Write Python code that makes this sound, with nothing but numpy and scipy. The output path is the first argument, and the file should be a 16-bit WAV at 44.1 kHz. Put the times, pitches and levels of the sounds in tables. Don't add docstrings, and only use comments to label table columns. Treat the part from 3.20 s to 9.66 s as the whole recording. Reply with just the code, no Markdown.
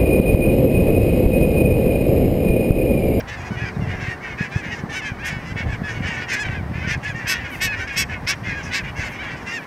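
import sys
import numpy as np
from scipy import signal
from scipy.fft import rfft, irfft
from scipy.io import wavfile
from scipy.ndimage import uniform_filter1d

SR = 44100
rng = np.random.default_rng(int(sys.argv[2]) if len(sys.argv) > 2 else 0)


def natural_amplitude(level_db):
    exponent = np.asarray(level_db, float) / 20
    return 10 ** exponent


def dump_mix(stems):
    frames = np.atleast_2d(stems).T
    limited = np.clip(frames, -1, 1)
    pcm = np.round(limited * 32767).astype(np.int16)
    wavfile.write(sys.argv[1], SR, pcm)


N = 284886

LONGEST = 8500
HOOK = 1.15

# f/Hz, gain/dB
THROAT = [(700, -32.5), (1300, -14), (1500, -5), (1750, 2), (2300, -2), (2700, -5.5), (3100, -11),
          (4200, -19.5), (5200, -13), (6200, -15.5), (7500, -23.5), (10000, -31), (12000, -29.5),
          (15500, -59)]


def curve(table):
    rows = np.array(table, float)
    return np.interp(np.arange(N) / SR, rows[:, 0], rows[:, 1])


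def shape_db(points, hz):
    rows = np.array(points, float)
    return np.interp(np.log(np.maximum(hz, 1)), np.log(rows[:, 0]), rows[:, 1])


def colour(x, points, size=4096):
    hz = np.arange(size // 2 + 1) * SR / size
    cepstrum = irfft(np.log(natural_amplitude(shape_db(points, hz))), size)
    cepstrum[1:size // 2] *= 2
    cepstrum[size // 2 + 1:] = 0
    impulse_response = irfft(np.exp(rfft(cepstrum)), size)
    return signal.oaconvolve(x, impulse_response)[:N]


def unit(x):
    return x / np.sqrt(np.mean(x ** 2))


def walk(rate, size=N):
    hold = max(int(SR / rate), 1)
    steps = np.repeat(rng.standard_normal(size // hold + 1), hold)
    return 1.19 * uniform_filter1d(uniform_filter1d(steps, hold), hold)[:size]


def field():
    # f/Hz, density/(dB per Hz)
    spectrum = [(88, -19.5), (150, 0), (530, -11.5), (813, -8), (1270, -12.5), (1840, -12), (2610, -25),
                (3850, -33.5), (5350, -32), (7450, -41.5), (15600, -45.5)]
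    # t/s, level/dB
    swell = [(0.0, -38.5), (1.6, -39), (2.3, -39.5), (2.6, -37.5), (3.1, -39), (4.6, -40), (5.2, -38.5),
             (6.46, -38.5)]
    out = np.zeros(N)
    for hz in 200 * 2. ** np.arange(7):
        band = [(hz / 2, -40), (hz / 1.71, -3), (hz, 0), (hz * 1.48, -3), (hz * 2, -40)]
        out += natural_amplitude(1.34 * walk(5.42)) * colour(rng.standard_normal(N), band)
    return natural_amplitude(curve(swell) + 3.0) * unit(colour(out, spectrum))


def drone():
    firing_hz = 72.86
    # multiple of the firing rate, level/dB
    orders = [(4, -5), (5, 5.5), (6, 0.5), (10, 0.5)]
    # t/s, level/dB
    level = [
        (0, -95),
        (.3, -46),
        (1.1, -48.5),
        (1.5, -87),
        (2.4, -54),
        (2.9, -49.5),
        (3.5, -52.5),
        (4.0, -87),
        (6.46, -71),
    ]
    phase = 2 * np.pi * np.cumsum(firing_hz * (1 + 0.007 * walk(6))) / SR
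    lines = sum(natural_amplitude(db + 3.0 * walk(5.77)) * np.sin(k * phase) for k, db in orders)
    return natural_amplitude(curve(level)) * lines


def wind():
    # t/s, level/dB
    gust = [(0.0, -34.5), (0.32, -36), (0.74, -29.5), (0.86, -36.5), (1.4, -39.5), (2.39, -33), (2.5, -30),
            (3.17, -38), (3.54, -31.5), (3.62, -30), (3.72, -33), (3.89, -35.5), (4.5, -35), (4.71, -37.5),
            (4.88, -35), (5.59, -35), (6.24, -40.5), (6.46, -51.5)]
    # f/Hz, density/(dB per Hz)
    rumble = [(12, -46), (20, -16), (69, 1.5), (114, 2), (203, -10.5), (325, -16.5), (365, -19.5),
              (600, -18.5), (780, -18), (1320, -120)]
    # t/s, peak level/dB
    slow_thumps = [(0.374, -15.5), (.423, -14.5), (.44, -16), (0.597, -11), (.64, -15.5), (0.677, -15),
                   (0.785, -21), (0.829, -16), (.885, -13), (1.363, -6), (1.921, -14), (2.17, -15.5),
                   (2.323, -17), (2.466, -16.5), (2.777, -18), (3.295, -14.5), (3.331, -22), (3.433, -16),
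                   (3.463, -16.5), (3.558, -15), (3.584, -14), (3.618, -18), (3.717, -16), (3.756, -20),
                   (3.766, -15.5), (3.78, -16), (3.897, -18), (5.275, -18)]
    # t/s, peak level/dB
    quick_thumps = [(.31, -13.5), (.32, -13), (.569, -11), (.623, -9.5), (1.211, -9), (1.466, -19),
                    (1.639, -13), (2.13, -14.5), (2.36, -15.5), (2.407, -18), (2.62, -12.5), (2.642, -17),
                    (2.807, -13), (2.892, -18), (3.413, -17), (3.515, -13.5), (3.65, -17), (3.676, -12.5),
                    (3.951, -17.5), (4.768, -20), (5.033, -22), (4.16, -22.5), (4.047, -21), (5.286, -17.5),
                    (5.329, -20), (5.452, -19), (5.439, -21)]
    lumps = natural_amplitude(4.2 * walk(45))
    out = natural_amplitude(curve(gust) + 2.0) * unit(colour(lumps * rng.standard_normal(N), rumble))
    for table, hz in ((slow_thumps, 116), (quick_thumps, 158.6)):
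        for when, db in table:
            centre = int(when * SR)
            cycles = np.arange(-700, 1400) * hz / SR
            width = np.where(cycles < 0, .45, .75)
            edge = 0.26 * np.sin(2 * np.pi * 2.2 * cycles) * np.exp(-(cycles / 0.21) ** 2)
            thump = (np.sin(2 * np.pi * cycles) + edge) * np.exp(-(cycles / width) ** 2)
            out[centre - 700:centre + 1400] += natural_amplitude(db - 2.5) * thump
    return out


def rustles():
    # t/s, length/s, centre f/Hz, bandwidth/octaves, level/dB
    swishes = [(4.28, 0.15, 11000, .85, -50.5), (5.42, .06, 5700, 0.28, -45), (5.425, .05, 9500, .5, -58),
               (5.83, .13, 11000, .85, -58), (2.04, .07, 9800, .85, -48.5), (3, .045, 4100, .85, -48),
               (2.04, 0.066, 6100, 0.42, -40.5), (3.1, .08, 12000, .85, -60), (3.692, .06, 11500, .85, -61),
               (5.265, 0.055, 5600, .3, -48), (5.345, .045, 5800, .3, -53), (3.945, .07, 5800, .45, -51),
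               (3.774, .007, 5500, 1.2, -50), (1.845, 0.055, 5900, 0.27, -45), (1.5, .09, 5300, 0.32, -49),
               (1.892, .006, 4200, .4, -46), (6.285, .05, 5700, .3, -47), (.545, .025, 3800, .1, -55)]
    out = np.zeros(N)
    for start, length, hz, octaves, db in swishes:
        size, first = int(length * SR), int(start * SR)
        half = 2 ** (octaves / 2)
        band = signal.butter(2, [hz / half, min(hz * half, 20000)], "band", fs=SR, output="sos")
        swish = unit(signal.sosfilt(band, rng.standard_normal(LONGEST)))
        swish = swish * natural_amplitude(2.0 * walk(51, size=LONGEST))
        out[first:first + size] += natural_amplitude(db) * signal.windows.tukey(size, .7) * swish[:size]
    return out


def add_call(bus, start, length, hz, glide, arch, db, lines, throat, treble_db=0., knee_hz=2360.0, jitter=.004,
             rasp=.2, scatter=0.99, swell=2.24, scoop=1., strain=1.6, unlock=1.33):
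    tiers_hz = [3500, 7000, 10000]
    multiple, line_db = lines
    size = min(int(length * (1 + HOOK) / 2 * SR), LONGEST)
    tremble, shimmer, flutter = (walk(rate, size=LONGEST)[:size] for rate in (350, 1500, 70))
    shimmer = 1.2 * (shimmer - uniform_filter1d(shimmer, SR // 250))
    chance = rng.standard_normal((2, len(multiple)))

    u = np.linspace(-1, HOOK, size)
    lean = np.where(u < 0, scoop, 2 - scoop)
    sag = arch * lean * np.abs(u) ** 2.46
    pitch = hz * np.exp((glide * u - sag) / 100 + jitter * tremble)
    phase = 2 * np.pi * np.cumsum(pitch) / SR

    line_hz = multiple * hz
    octaves_up = np.maximum(np.log2(line_hz / knee_hz), 0)
    gain = natural_amplitude(line_db + treble_db * octaves_up + 3.2 * scatter * chance[0])
    heard = (gain * natural_amplitude(shape_db(throat, line_hz)))[(line_hz > 1400) & (line_hz < 3200)]
    keep = (line_hz > 600) & (line_hz < SR / 2.7)
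    offset = (unlock * line_hz / knee_hz * chance[1])[keep, None]
    angle = np.outer(multiple[keep], phase) + offset
    partials = gain[keep, None] * np.cos(angle.astype(np.float32))

    tier = np.digitize(line_hz[keep], tiers_hz)
    effort = np.clip(1 - np.where(u < 0, -u ** 3, (u / HOOK) ** 2), 0, 1)
    voice = np.zeros(size)
    for k in range(len(tiers_hz) + 1):
        voice += partials[tier == k].sum(axis=0) * effort ** (swell * (1 + strain * k))
    voice *= (1 + rasp * shimmer) / np.sqrt(1 + rasp ** 2) * natural_amplitude(.7 * flutter)
    voice *= natural_amplitude(db + 4.5) / np.sqrt(np.sum(heard ** 2) / 2)
    first = int(start * SR)
    bus[first:first + size] += voice[:N - first]


def two_voices():
    mixing = [-45, 1, 3, 1.5, -29]
    lower_voice = .637
    upper, lower = np.meshgrid(np.arange(1, 15), np.arange(-2, 3))
    line_db = np.array(mixing, float)[:, None] / (1 + 0.068 * upper)
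    return (upper + lower_voice * lower).ravel(), line_db.ravel()


def crowd(count=45):
    # t/s, length/s, level/dB
    open_barks = [(.065, 0.11, -37.5), (.188, 0.13, -42.5), (.52, 0.13, -56), (1.292, 0.15, -41.5),
                  (1.497, .14, -39.5), (1.679, 0.13, -35), (1.8, 0.13, -38), (1.979, 0.056, -51),
                  (2.03, .13, -33.5), (2.159, 0.17, -46.5), (2.615, 0.22, -41), (2.84, .16, -33.5),
                  (3.071, 0.15, -29.5), (3.658, .11, -29), (3.82, 0.099, -34), (4.302, 0.23, -43.5),
                  (4.697, .17, -34.5), (5.075, 0.082, -31), (5.349, 0.19, -41.5), (5.742, 0.17, -34.5),
                  (6.143, 0.12, -46.5), (6.241, 0.16, -37)]
    # t/s, length/s, level/dB
    muffled_barks = [(.343, 0.19, -37.5), (.644, 0.19, -38.5), (.778, 0.18, -35), (1, 0.17, -39.5),
                     (1.164, 0.14, -36.5), (1.414, 0.16, -37), (2.355, 0.11, -38), (2.449, 0.13, -41.5),
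                     (2.813, 0.09, -34.5), (2.954, .12, -35), (3.22, 0.055, -36), (3.211, 0.2, -38),
                     (3.514, .19, -39), (3.917, 0.23, -38.5), (4.039, 0.18, -31.5), (4.172, 0.17, -38),
                     (4.394, 0.12, -42), (4.548, 0.12, -34), (4.664, 0.065, -34), (4.884, 0.081, -33.5),
                     (5.225, 0.1, -38.5), (5.238, .15, -34.5), (5.495, .13, -31), (5.627, 0.095, -36.5),
                     (5.866, 0.16, -41), (5.996, .19, -36), (6.4, 0.061, -40.5)]
    bus, stack = np.zeros(N), (np.arange(1., 24), np.zeros(23))
    for table, tilt_db in ((open_barks, -1.46), (muffled_barks, -7)):
        for start, length, db in table:
            for k, (high, slide) in enumerate(rng.random((3, 2))):
                add_call(bus, start + .21 * k * length, .55 * length, 330 + 250 * high, 3 - 9 * slide, 6.,
                         db - 1.5, stack, THROAT, tilt_db, jitter=.015, rasp=.65, strain=1.2)
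    for k, (late, long, high, slide) in enumerate(rng.random((count, 4))):
        start = (k + late) / count * N / SR
        add_call(bus, start, 0.0595 + 0.0555 * long, 680 + 250 * high, 1 - 7 * slide, 7.,
                 -52, stack, THROAT, -3., jitter=0.0049, rasp=0.67)
    return colour(bus, THROAT)


def flock():
    # t/s, length/s, upper voice f/Hz, level/dB, treble/dB
    duos = [(.66, 0.1, 1110, -42, -10), (.82, 0.16, 1132, -43, -8.5), (1.03, 0.062, 1127, -36, -36),
            (1.179, 0.12, 1118, -42, -8), (1.413, 0.064, 1156, -37.5, -29),
            (2.057, 0.18, 1121, -38.5, -16.5), (2.349, 0.092, 1120, -32.5, -16.5),
            (2.666, 0.07, 1115, -34.5, -14), (2.952, 0.07, 1092, -34, -15), (3.11, 0.061, 1150, -30.5, -7),
            (3.292, .063, 1139, -39, -13.5), (3.525, 0.15, 1090, -44.5, -25),
            (4.506, 0.073, 1095, -32, -16.5), (4.903, 0.092, 1088, -36, -34)]
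    # t/s, length/s, f/Hz, glide/%, level/dB
    bright = [
        (1.345, 0.073, 865, 0, -38.5),
        (1.742, 0.067, 760, 0.5, -33.5),
        (3.185, 0.058, 853, 0, -29),
        (3.245, .045, 775, -2, -47),
        (3.868, 0.063, 852, -1, -35),
        (5.45, .06, 836, -3, -40.5),
        (5.828, 0.07, 745, -2, -40),
        (6.315, .075, 924, -1, -34.5),
        (1.89, .05, 813, 0, -49),
    ]
    facing = [
        (0, 0.014, 794, -8, -39),
        (.301, 0.072, 749, -1, -43),
        (1.74, 0.051, 893, -8, -39),
        (2.032, 0.079, 304, -2, -35),
        (2.295, 0.04, 790, 0, -44),
        (2.486, 0.082, 863, -1.5, -42),
        (3.065, 0.095, 910, -6, -34.5),
        (3.684, 0.078, 886, 2.5, -34),
        (5.554, 0.068, 896, -4.5, -36),
        (5.782, 0.052, 677, -3.5, -35.5),
    ]
    facing_flat = [(.167, 0.067, 830, -4, -47), (.248, .05, 830, -1.5, -45), (.89, 0.065, 925, -1, -38.5),
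                   (1.843, 0.048, 787, 0.5, -37.5), (2.26, 0.075, 675, 0, -44), (3.1, 0.12, 850, -5.5, -50),
                   (3.674, 0.061, 716, 3, -36), (3.684, 0.0663, 803, 4, -35), (4.577, 0.086, 738, 10, -39),
                   (5.914, 0.064, 768, -5, -45), (6.263, 0.086, 690, 3, -37.5)]
    away = [(.393, 0.07, 850, 0, -35), (.45, .055, 795, -2, -39), (1.178, 0.08, 847, 1.5, -31.5),
            (1.813, 0.11, 850, -5, -34.5), (1.985, 0.048, 821, 6, -39.5), (2.016, 0.057, 920, 3, -39),
            (2.367, 0.069, 733, 0, -37.5), (2.631, 0.084, 849, -3, -33.5), (2.858, 0.099, 933, -1, -36),
            (3.24, 0.053, 770, -2.5, -36), (3.334, .077, 820, -4.5, -40), (5.245, 0.098, 683, -6.5, -36.5),
            (3.84, 0.074, 860, -0.5, -32), (3.934, 0.095, 916, -1.5, -40.5), (4.239, 0.034, 825, -2, -37),
            (4.312, 0.05, 744, -5.5, -37.5), (4.462, 0.088, 853, -1.5, -29.5), (4.592, 0.05, 776, 0.5, -35),
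            (5.345, 0.074, 822, -2.5, -34), (4.135, 0.1, 907, 0, -40), (3.625, 0.05, 776, 3.5, -34.5),
            (5.799, 0.044, 852, -7.5, -36.5), (5.985, 0.049, 778, 4, -35.5)]
    away_flat = [(.085, 0.09, 900, -1, -42), (.606, 0.058, 685, -4.5, -44.5), (2.735, .07, 735, -2, -42),
                 (1.09, .07, 730, -3, -43), (.695, .055, 720, -1, -41), (1.005, 0.14, 729, 0, -44.5),
                 (1.315, 0.052, 810, 3, -38.5), (1.507, 0.041, 948, -1.5, -33),
                 (2.521, 0.041, 773, -11, -39), (2.821, 0.083, 747, 4, -38), (3.08, 0.056, 719, 5, -37),
                 (3.192, 0.11, 800, -5, -51), (4.242, 0.04, 724, -1, -37.5), (4.691, 0.044, 820, -1.5, -33),
                 (5.259, 0.093, 827, -3.5, -34.5), (6.352, 0.057, 840, -9, -40)]
    yelp_arch, flat_arch = 8., .3
    bus, stack = np.zeros(N), (np.arange(1., 30), np.zeros(29))
    for start, length, hz, db, treble_db in duos:
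        add_call(bus, start, length, hz, -1.37, 2.97, db, two_voices(), THROAT, treble_db + 8.5,
                 jitter=0.0087, rasp=0.21)
    honks = ((bright, yelp_arch, -2.1), (facing, yelp_arch, -3.), (facing_flat, flat_arch, -3.),
             (away, yelp_arch, -10.), (away_flat, flat_arch, -10.))
    for table, arch, tilt_db in honks:
        for start, length, hz, glide, db in table:
            bend = arch * .07 / max(length, .04)
            add_call(bus, start, length, hz, glide, bend, db, stack, THROAT, tilt_db, jitter=.0045,
                     rasp=.16, scatter=.9, swell=.55, scoop=.6, strain=1.1)
    return colour(bus, THROAT)


def near_bird():
    # t/s, length/s, glide/%, level/dB, top treble/(dB per octave)
    barks = [
        (4.064, 0.09, 0.9, -27.5, -3.5),
        (4.402, 0.084, 0.23, -26.5, -6),
        (4.756, 0.085, 0.39, -25.5, -9),
        (5.064, 0.0706, 4.2, -27, -17),
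        (5.518, 0.084, 4.9, -29, -20),
    ]
    # f/Hz, gain/dB
    near_throat = [(700, -63), (1150, -17), (1500, -13), (1900, -3.5), (2600, -7.5), (3000, -13.5),
                   (4200, -15), (5200, -9.5), (6700, -19.5), (8200, -14.5), (9800, -27.5), (11000, -16.5),
                   (13200, -15), (15500, -33)]
    bus = np.zeros(N)
    for start, length, glide, db, top_db in barks:
        add_call(bus, start, length, 1125, glide, 8., db, two_voices(), near_throat, top_db, knee_hz=6500.,
                 jitter=.011, rasp=.45, scatter=1., swell=.9, scoop=1.3, strain=1.1, unlock=2.3)
    return -colour(bus, near_throat)


def scene():
    birds = rustles() + crowd() + flock() + near_bird()
    t = np.arange(int(.4 * SR)) / SR
    tail = rng.standard_normal(len(t)) * np.exp(-np.log(1000) * t / 0.92)
    scatter = signal.fftconvolve(birds, tail / np.sqrt(np.sum(tail ** 2)))[:N]
    return (field() + drone() + wind() + birds + natural_amplitude(-29.0) * scatter)[None]


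def band_limit(x):
    return signal.sosfilt(signal.butter(12, 15730, fs=SR, output="sos"), x)


def record(dry):
    high_pass = signal.butter(2, 150, "high", fs=SR, output="sos")
    squeeze = signal.sosfilt(high_pass, dry ** 2)
    lopsided = dry - .7 * squeeze
    top_cut = signal.ellip(10, .2, 60, 15750, fs=SR, output="sos")
    return band_limit(signal.sosfilt(top_cut, lopsided))


dry = scene()
out = record(dry)
dump_mix(out)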